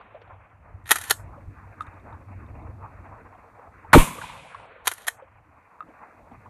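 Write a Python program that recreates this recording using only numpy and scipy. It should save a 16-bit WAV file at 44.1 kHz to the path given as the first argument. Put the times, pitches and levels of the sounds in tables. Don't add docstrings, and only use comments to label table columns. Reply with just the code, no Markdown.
import sys
import numpy as np
from scipy import signal
from scipy.fft import rfft, irfft
from scipy.io import wavfile
from scipy.ndimage import uniform_filter1d

SR = 44100
rng = np.random.default_rng(int(sys.argv[2]) if len(sys.argv) > 2 else 0)


def transcribe(u):
    v = np.clip(np.atleast_2d(u).T, -1, 1)
    q = np.round(v * 32767).astype(np.int16)
    wavfile.write(sys.argv[1], SR, q)


def attenuation_scalar(level_db):
    decades = np.asarray(level_db, float) / 20
    return 10 ** decades


N = 286209
T = np.arange(N) / SR

SHOT_S, EARLIER_SHOT_S = 3.9315, -.8

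# start_s, length_s, first_hz, middle_hz, last_hz
BLAST_WHOOPS = [
    (3.9315, .0085, 1000, 1500, 2300),
    (3.94, .0122, 1350, 1150, 650),
    (3.9545, .008, 330, 230, 200),
    (3.9625, .017, 460, 420, 270),
]
BLAST_DB = 3
# start_s, first_cycle_s, level_db, dying_s
MEMBRANE_SWINGS = [
    (3.951, .016, -4, 0.0095),
    (3.979, .027, -2.5, 0.033),
]

# centre_hz, width_hz, near_grass_db, far_trees_db, far_t60_s
ROLL_BANDS = [(70, 180, -30, -52.5, 1.1), (147, 48, -8.5, -40, 1.4), (200, 120, -13, -36, .9),
              (530, 270, -13, -51, 1.2), (1010, 230, -8, -39.5, 1.7), (1560, 180, -22, -51, 1.3),
              (2380, 730, -12, -45, 2.52), (3420, 970, -24, -44.5, 1.1), (5200, 480, -42, -50, 1.1),
              (7100, 2200, -27.5, -43, 0.98), (9500, 3000, -21, -46.5, 1.4), (12060, 1200, -28, -46, 0.45)]
GRASS_T60_S, GRASS_T60_PER_KHZ = .22, 0.013
TREES_S, TREES_DB, TREES_T60_S, TREES_HZ = 0.277, -7, 1, 2200
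PINNED_S, PINNED_DB = 0.044, -5.5

# start_s, peak_db, bolt_share_db, length_s
SLAMS = [(.908, -5.5, -3.5, .0043), (0.9142, 0.5, -9, 0.004), (0.917, -11, -7, 0.003),
         (.923, -18, -11, 0.006), (0.956, -16.5, -13.5, 0.0081), (1.104, -14.5, -2, 0.0028),
         (1.1075, -6, -.5, 0.0055), (1.123, -27, -5.5, 0.0059), (4.871, -9, -10, .003),
         (4.876, -6, -4.5, 0.0036), (4.884, -23.5, -7.5, .004), (4.9142, -21.5, -13, 0.0071),
         (5.068, -25.5, -8.5, 0.0086), (5.076, -25, -3, 0.0059), (5.081, -12, -10.5, .0058)]
SLAM_RAILS_DB, RAILS_PER_BOLT = 1, .3
SLAM_LATCH_DB, SLAM_RISE_S = -6.5, 0.00047
# start_s, peak_db, rails_share_db
RATTLES = [(0.856, -28.5, -16), (.866, -33.5, -11.5), (.875, -28, -7.5), (0.84, -54.5, 4), (.89, -22.5, 0),
           (0.897, -24, -4.5), (0.901, -24.5, -11.5), (0.967, -20.5, -9.5), (0.984, -24.5, 4),
           (1.012, -27.5, 6), (1.019, -32.5, -0.1), (1.037, -28.5, 4), (1.05, -40, 6), (1.0962, -21.5, 3),
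           (1.097, -17.5, 3.5), (4.853, -42.5, -0.5), (4.935, -42, 17.5), (4.979, -31.5, -5),
           (5.018, -38, -1), (5.045, -38, -14)]
RATTLE_RECEIVER_DB, RATTLE_BOLT_DB = -6.5, -10
RATTLE_S, RATTLE_RISE_S = 0.0042, 0.0022
# time_s, level_db
SCRAPES = [
    [(.85, -79.5), (.86, -59), (.9, -33.5), (.95, -34.5), (.99, -40), (1.04, -40), (1.09, -38.5),
     (1.13, -51)],
    [(4.845, -59), (4.86, -32.5), (4.9, -43.5), (4.95, -48.5), (5.05, -50.5), (5.065, -56)],
]
# centre_hz, width_hz, level_db
RECEIVER_MODES = [(480, 160, -9), (1026, 740, 1.5), (1407, 280, 3), (1694, 90, 4.5), (2300, 400, -37.5)]
# centre_hz, width_hz, level_db
BOLT_MODES = [(3260, 350, 5.5), (3720, 580, 5.5), (4130, 770, -3.5), (4995, 190, -8.5)]
# centre_hz, width_hz, level_db
RAIL_MODES = [(6130, 1400, -9), (7110, 1500, -0.5), (8443, 680, 2), (9820, 900, -4.5), (10864, 1100, 4.5),
              (11070, 550, -5.5), (13440, 1500, -13)]
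# centre_hz, width_hz, level_db
LATCH_MODES = [(1850, 280, 3.5), (1400, 474, -6.5), (2290, 380, -8)]

# start_s, level_db, tube_ring_db
SHELL_BOUNCES = [(1.8073, -23, -1.5), (1.821, -28.5, -16), (1.868, -35, -29), (1.94, -46, -26),
                 (1.998, -43, -27), (2.464, -43, -32), (2.127, -39.5, -6), (2.57, -56, -20),
                 (2.624, -46, -22), (5.8057, -35, 5.5), (5.825, -47, 5.5)]
# pitch_hz, level_db, t60_s
SHELL_MODES = [(1252, 5.5, 0.037), (1450, -34, .02), (2640, -19, 0.028), (3100, -21, 0.009),
               (3660, -18, 0.018), (10440, -32, 0.016)]

# start_s, peak_db, pitch_hz
KNOCKS = [(.145, -36.5, 634), (1.1, -36.5, 562), (2.125, -43.5, 972), (3.324, -44.5, 1020),
          (3.06, -45, 833), (3.347, -43, 890), (3.589, -47.5, 544), (3.845, -40, 879), (5.182, -52.5, 1133),
          (5.221, -40.5, 533), (5.271, -53, 1150), (5.885, -44, 302), (6.256, -66, 900),
          (6.313, -42.5, 822), (6.315, -42, 230), (1.375, -42.5, 555), (6.456, -42.5, 1066)]
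KNOCK_T60_S, KNOCK_PUFF_DB = 0.07, -16.5
# start_s, peak_db, pitch_hz
ECHOES = [(.009, -45.5, 1130), (.215, -42.5, 600), (.274, -48, 680), (4.151, -45, 500), (4.18, -37.5, 480),
          (4.185, -32.5, 1110), (4.214, -31, 1470), (4.237, -29.5, 1064), (4.296, -34.5, 953),
          (4.352, -40, 1090), (4.545, -31.5, 1037), (4.596, -40.5, 880)]
ECHO_T60_S, ECHO_PUFF_DB = 0.038, -5
# start_s, peak_db, pitch_hz, t60_s, puff_db
HAMMER = (3.9195, -38, 1200, .03, -4)

# time_s, at_camera_db, over_grass_db
GUSTS = [(0, -60.5, -51.5), (.15, -59.5, -49.5), (.5, -56, -59), (.85, -53, -58), (1.37, -40, -56),
         (1.75, -49, -54), (2.24, -49, -52), (2.56, -41.5, -50), (2.75, -43.5, -53), (3.13, -45, -51),
         (3.6, -62, -53), (4.05, -48.5, -49.5), (4.63, -65.5, -51), (5.22, -69, -58), (5.5, -63.5, -60.5),
         (5.75, -67.5, -55), (6.1, -64.5, -51), (6.49, -54, -53)]
# pitch_hz, density_db (per Hz)
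BUFFET_COLOUR = [(20, -23), (50, -7), (78, -5.5), (98, -0.5), (120, -10), (160, -18.5), (250, -42.5)]
# pitch_hz, density_db (per Hz)
FLUTTER_COLOUR = [(110, -22), (160, -1), (230, -1), (310, 0), (400, -10), (550, -28.5)]
FLUTTER_DB = -57.5
FLUTTER_FROM_PORT, FLUTTER_FROM_GRASS = .5, 0.39
FLUTTER_FROM_GAIN = 0.56
# pitch_hz, density_db (per Hz)
GRASS_COLOUR = [(300, -29), (450, -1.5), (700, 1.5), (1000, 3), (1250, 0.5), (1650, -6.5), (2550, -14),
                (2900, -29)]
GRASS_PATCHES_HZ = (450, 700, 1050, 1550, 2300)
# pitch_hz, density_db (per Hz)
HISS_COLOUR = [(2000, -23.5), (3000, 1), (5000, 2), (10000, -2), (15500, -7.5)]
# time_s, level_db
HISS_GAIN = [(0, -90.5), (.7, -86), (1.3, -78.5), (3.9, -79.5), (4.3, -92), (5.3, -86.5), (5.9, -80),
             (6.49, -78)]
# pitch_hz, level_db
AUDIBLE_LIMIT = [(2600, -130), (3200, -97), (5000, -94), (8000, -97.5), (11000, -91.5), (13000, -88),
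                 (14000, -66), (16000, -50)]


def blast(wobble=0.28, grit_db=-12, ragged_db=-9, slowing=0.4):
    out = np.zeros(N)
    for s, length, *hz in BLAST_WHOOPS:
        u = np.arange(int(length * SR)) / (length * SR)
        pitch = np.interp(u, [0, .5, 1], hz) * np.exp(wobble * walk(1.2 * hz[1], count=len(u)))
        edge = np.minimum(1, 25 * np.minimum(u, 1 - u))
        add(out, s, -attenuation_scalar(BLAST_DB) * edge * np.sin(2 * np.pi * np.cumsum(pitch) / SR))
    spray = fade(SHOT_S - .002, .22, .003)
    grit = attenuation_scalar(grit_db) * steep(rng.standard_normal(N), 9500, 6000)
    ragged = attenuation_scalar(ragged_db) * 2 * steep(rng.standard_normal(N), 1900, 1800)
    out = 0.73 * np.tanh(out + spray * (grit + ragged))
    for s, cycle, db, dying in MEMBRANE_SWINGS:
        u = np.maximum(T - s, 0)
        shape = (1 - np.exp(-u / 0.00058)) * np.exp(-(u / dying) ** 2)
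        out = out - attenuation_scalar(db) * shape * np.sin(2 * np.pi * (u / cycle) ** slowing)
    return out


def roll(patchy_db=1.0):
    out = 0
    for hz, width, near_db, far_db, far_t60 in ROLL_BANDS:
        near_t60 = GRASS_T60_S + GRASS_T60_PER_KHZ * hz / 1000
        band = steep(rng.standard_normal(N), hz, width)
        trees_db = far_db + TREES_DB - 6 * np.log2(hz / TREES_HZ) ** 2
        shape = attenuation_scalar(trees_db) * fade(SHOT_S + TREES_S, TREES_T60_S, 0.0089)
        for s in (SHOT_S, EARLIER_SHOT_S):
            shape = shape + attenuation_scalar(near_db) * fade(s, near_t60, 0.00037)
            shape = shape + attenuation_scalar(far_db) * fade(s, far_t60, 0.033)
        out = out + band / np.std(band) * shape * attenuation_scalar(patchy_db * walk(27))
    pinned_db = np.interp(T - SHOT_S, [0, .001, PINNED_S, PINNED_S + .008], [0, PINNED_DB, PINNED_DB, 0])
    return out * attenuation_scalar(pinned_db)


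def action_forces():
    force, u = np.zeros((4, N)), np.arange(2000) / SR
    hits = []
    for s, db, bolt_db, length in SLAMS:
        shares_db = (0, bolt_db, SLAM_RAILS_DB + RAILS_PER_BOLT * bolt_db, SLAM_LATCH_DB)
        hits.append((s, db, shares_db, length, SLAM_RISE_S))
    for s, db, rails_db in RATTLES:
        shares_db = (RATTLE_RECEIVER_DB, RATTLE_BOLT_DB, rails_db, 0)
        hits.append((s, db, shares_db, RATTLE_S, RATTLE_RISE_S))
    for s, db, shares_db, length, rise in hits:
        push = (1 - np.exp(-u / rise)) * np.exp(-(u / length) ** 1.5)
        for row, share_db in zip(force, shares_db):
            add(row, s, attenuation_scalar(db + share_db) * push)
    scrape_shares_db = np.array([[0], [-6], [-2.4], [-8]])
    for span in SCRAPES:
        rub_db = np.interp(T, *np.transpose(span), left=-120, right=-120)
        force = force + attenuation_scalar(rub_db + 2 * walk(200)) * attenuation_scalar(scrape_shares_db)
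    return force


def action(grit_db=4, crack_db=-8, near_db=-16, near_t60=0.11, field_db=-28, field_s=0.13):
    force = action_forces()
    out = 0
    for row, modes in zip(force, (RECEIVER_MODES, BOLT_MODES, RAIL_MODES, LATCH_MODES)):
        grit = rng.standard_normal(N) * attenuation_scalar(grit_db * rng.standard_normal(N))
        norm = np.std(sum(attenuation_scalar(db) * steep(grit, hz, w) for hz, w, db in modes))
        out = out + sum(attenuation_scalar(db) * steep(row * grit, hz, w) for hz, w, db in modes) / norm
    crack = force[2] * ring(rng.standard_normal(N), 11000, 14000)
    out = out + attenuation_scalar(crack_db) * crack
    u = T[:16000]
    field = steep(rng.standard_normal(16000), 8500, 6000) * np.exp(-u / 0.055 - (u / field_s) ** 4)
    near = steep(rng.standard_normal(8000), 5000, 9000) * fade(0.0024, near_t60, .002)[:8000]
    out = out + attenuation_scalar(near_db) * signal.fftconvolve(out, near)[:N] / 20
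    return 0.41 * out + attenuation_scalar(field_db) * signal.fftconvolve(crack, field)[:N] / 20


def shells(crack_db=-22):
    out, u = np.zeros(N), np.arange(4000) / SR
    for s, db, tube_db in SHELL_BOUNCES:
        contact = np.exp(-u / 0.00061) + 0.18 * np.exp(-u / 0.026)
        y = attenuation_scalar(crack_db) * contact * ring(rng.standard_normal(len(u)), 7100, 12000)
        for hz, mode_db, t60 in SHELL_MODES:
            size = attenuation_scalar(mode_db + tube_db * (hz < 3000))
            shape = (1 - np.exp(-u / 0.00046)) * np.exp(-np.log(1000) * u / t60)
            y = y + size * shape * np.sin(2 * np.pi * hz * u)
        add(out, s, attenuation_scalar(db) * y)
    return out


def knocks(rise=0.0024, rough=0.45):
    out, u = np.zeros(N), np.arange(6000) / SR
    rows = [(*e, ECHO_T60_S, ECHO_PUFF_DB) for e in ECHOES]
    rows += [(*k, KNOCK_T60_S, KNOCK_PUFF_DB) for k in KNOCKS]
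    for s, db, hz, t60, puff_db in [*rows, HAMMER]:
        shape = (1 - np.exp(-u / rise)) * np.exp(-np.log(1000) * u / t60)
        drift = rough * np.cumsum(walk(hz, count=len(u))) * 2 * hz / SR
        tone = steep(shape * np.sin(2 * np.pi * hz * u + drift), hz, .8 * hz)
        puff = steep(steep(shape * rng.standard_normal(len(u)), 1500, 2000), 1500, 2000)
        add(out, s, attenuation_scalar(db) * (tone / shape.max() + attenuation_scalar(puff_db) * puff / np.abs(puff).max()))
    return out


def wind(throb_db=3, eddy_db=3, patch_db=3.5, sway_db=0.5, flicker_db=2.5):
    s, *gusts = np.transpose(GUSTS)
    here, there = (np.interp(T, s, db) for db in gusts)
    flutter_db = FLUTTER_DB + FLUTTER_FROM_PORT * (here + 50) + FLUTTER_FROM_GRASS * (there + 50)
    flutter_db = flutter_db + FLUTTER_FROM_GAIN * (hiss_level() + 79)
    eddies = walk(9)
    port = colour(BUFFET_COLOUR) * attenuation_scalar(here + eddy_db * eddies + throb_db * walk(30))
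    flutter = colour(FLUTTER_COLOUR) * attenuation_scalar(flutter_db + 1.5 * eddies + throb_db * walk(50))
    rustle = colour(GRASS_COLOUR)
    grass = sum(steep(rustle, hz, 0.61 * hz) * attenuation_scalar(patch_db * walk(18)) for hz in GRASS_PATCHES_HZ)
    grass = grass / np.std(grass) * attenuation_scalar(there + sway_db * walk(14) + flicker_db * walk(60))
    return port + flutter + grass


def hiss_level():
    return np.interp(T, *np.transpose(HISS_GAIN))


def hiss():
    return colour(HISS_COLOUR) * attenuation_scalar(hiss_level())


def colour(points):
    hz, db = np.transpose(points)
    f = np.log(np.maximum(np.fft.rfftfreq(N, 1 / SR), 1))
    shape = attenuation_scalar(np.interp(f, np.log(hz), db, left=-99, right=-99))
    y = irfft(rfft(rng.standard_normal(N)) * shape, N)
    return y / np.std(y)


def ring(x, hz, width):
    return signal.lfilter(*signal.iirpeak(min(hz, .45 * SR), max(hz / width, .3), SR), x)


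def steep(x, hz, width):
    return ring(ring(x, hz, 1.5 * width), hz, 1.5 * width)


def fade(start, t60, rise=0.0007):
    u = np.maximum(T - start, 0)
    return (1 - np.exp(-u / rise)) * np.exp(-np.log(1000) * u / t60)


def walk(rate, count=N):
    k = max(int(SR / rate), 1)
    held = np.repeat(rng.standard_normal(count // k + 1), k)
    return 1.2 * uniform_filter1d(uniform_filter1d(held, k), k)[:count]


def add(out, start, x):
    i = int(start * SR)
    out[i:i + len(x)] += x[:N - i]


def drop_quiet(x, knee_db=1.5):
    f, _, z = signal.stft(x, SR, nperseg=512)
    power = uniform_filter1d(uniform_filter1d(np.abs(z) ** 2, size=8, axis=0), size=3, axis=1)
    db = 10 * np.log10(power + 1e-20)
    limit = np.interp(f, *np.transpose(AUDIBLE_LIMIT))[:, None]
    gate = .5 + .5 * np.tanh((db - limit) / knee_db)
    return signal.istft(z * gate, SR, nperseg=512)[1][:N]


def scene():
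    air = wind()
    noise = hiss()
    sources = blast() + roll() + knocks() + action() + shells() + air
    return (drop_quiet(sources) + noise)[None]


def roll_off(x):
    return signal.sosfilt(signal.butter(12, 15730, fs=SR, output="sos"), x)


def record(dry):
    dry = dry - .5 * ring(dry, 5200, 700)
    rounded = 1.116 * np.tanh(dry / 1.023 + .2 * dry ** 3)
    cut = signal.sosfilt(signal.ellip(8, .3, 60, 15500, fs=SR, output="sos"), rounded)
    return roll_off(np.clip(cut, -1, 1))


dry = scene()
out = record(dry)
transcribe(out)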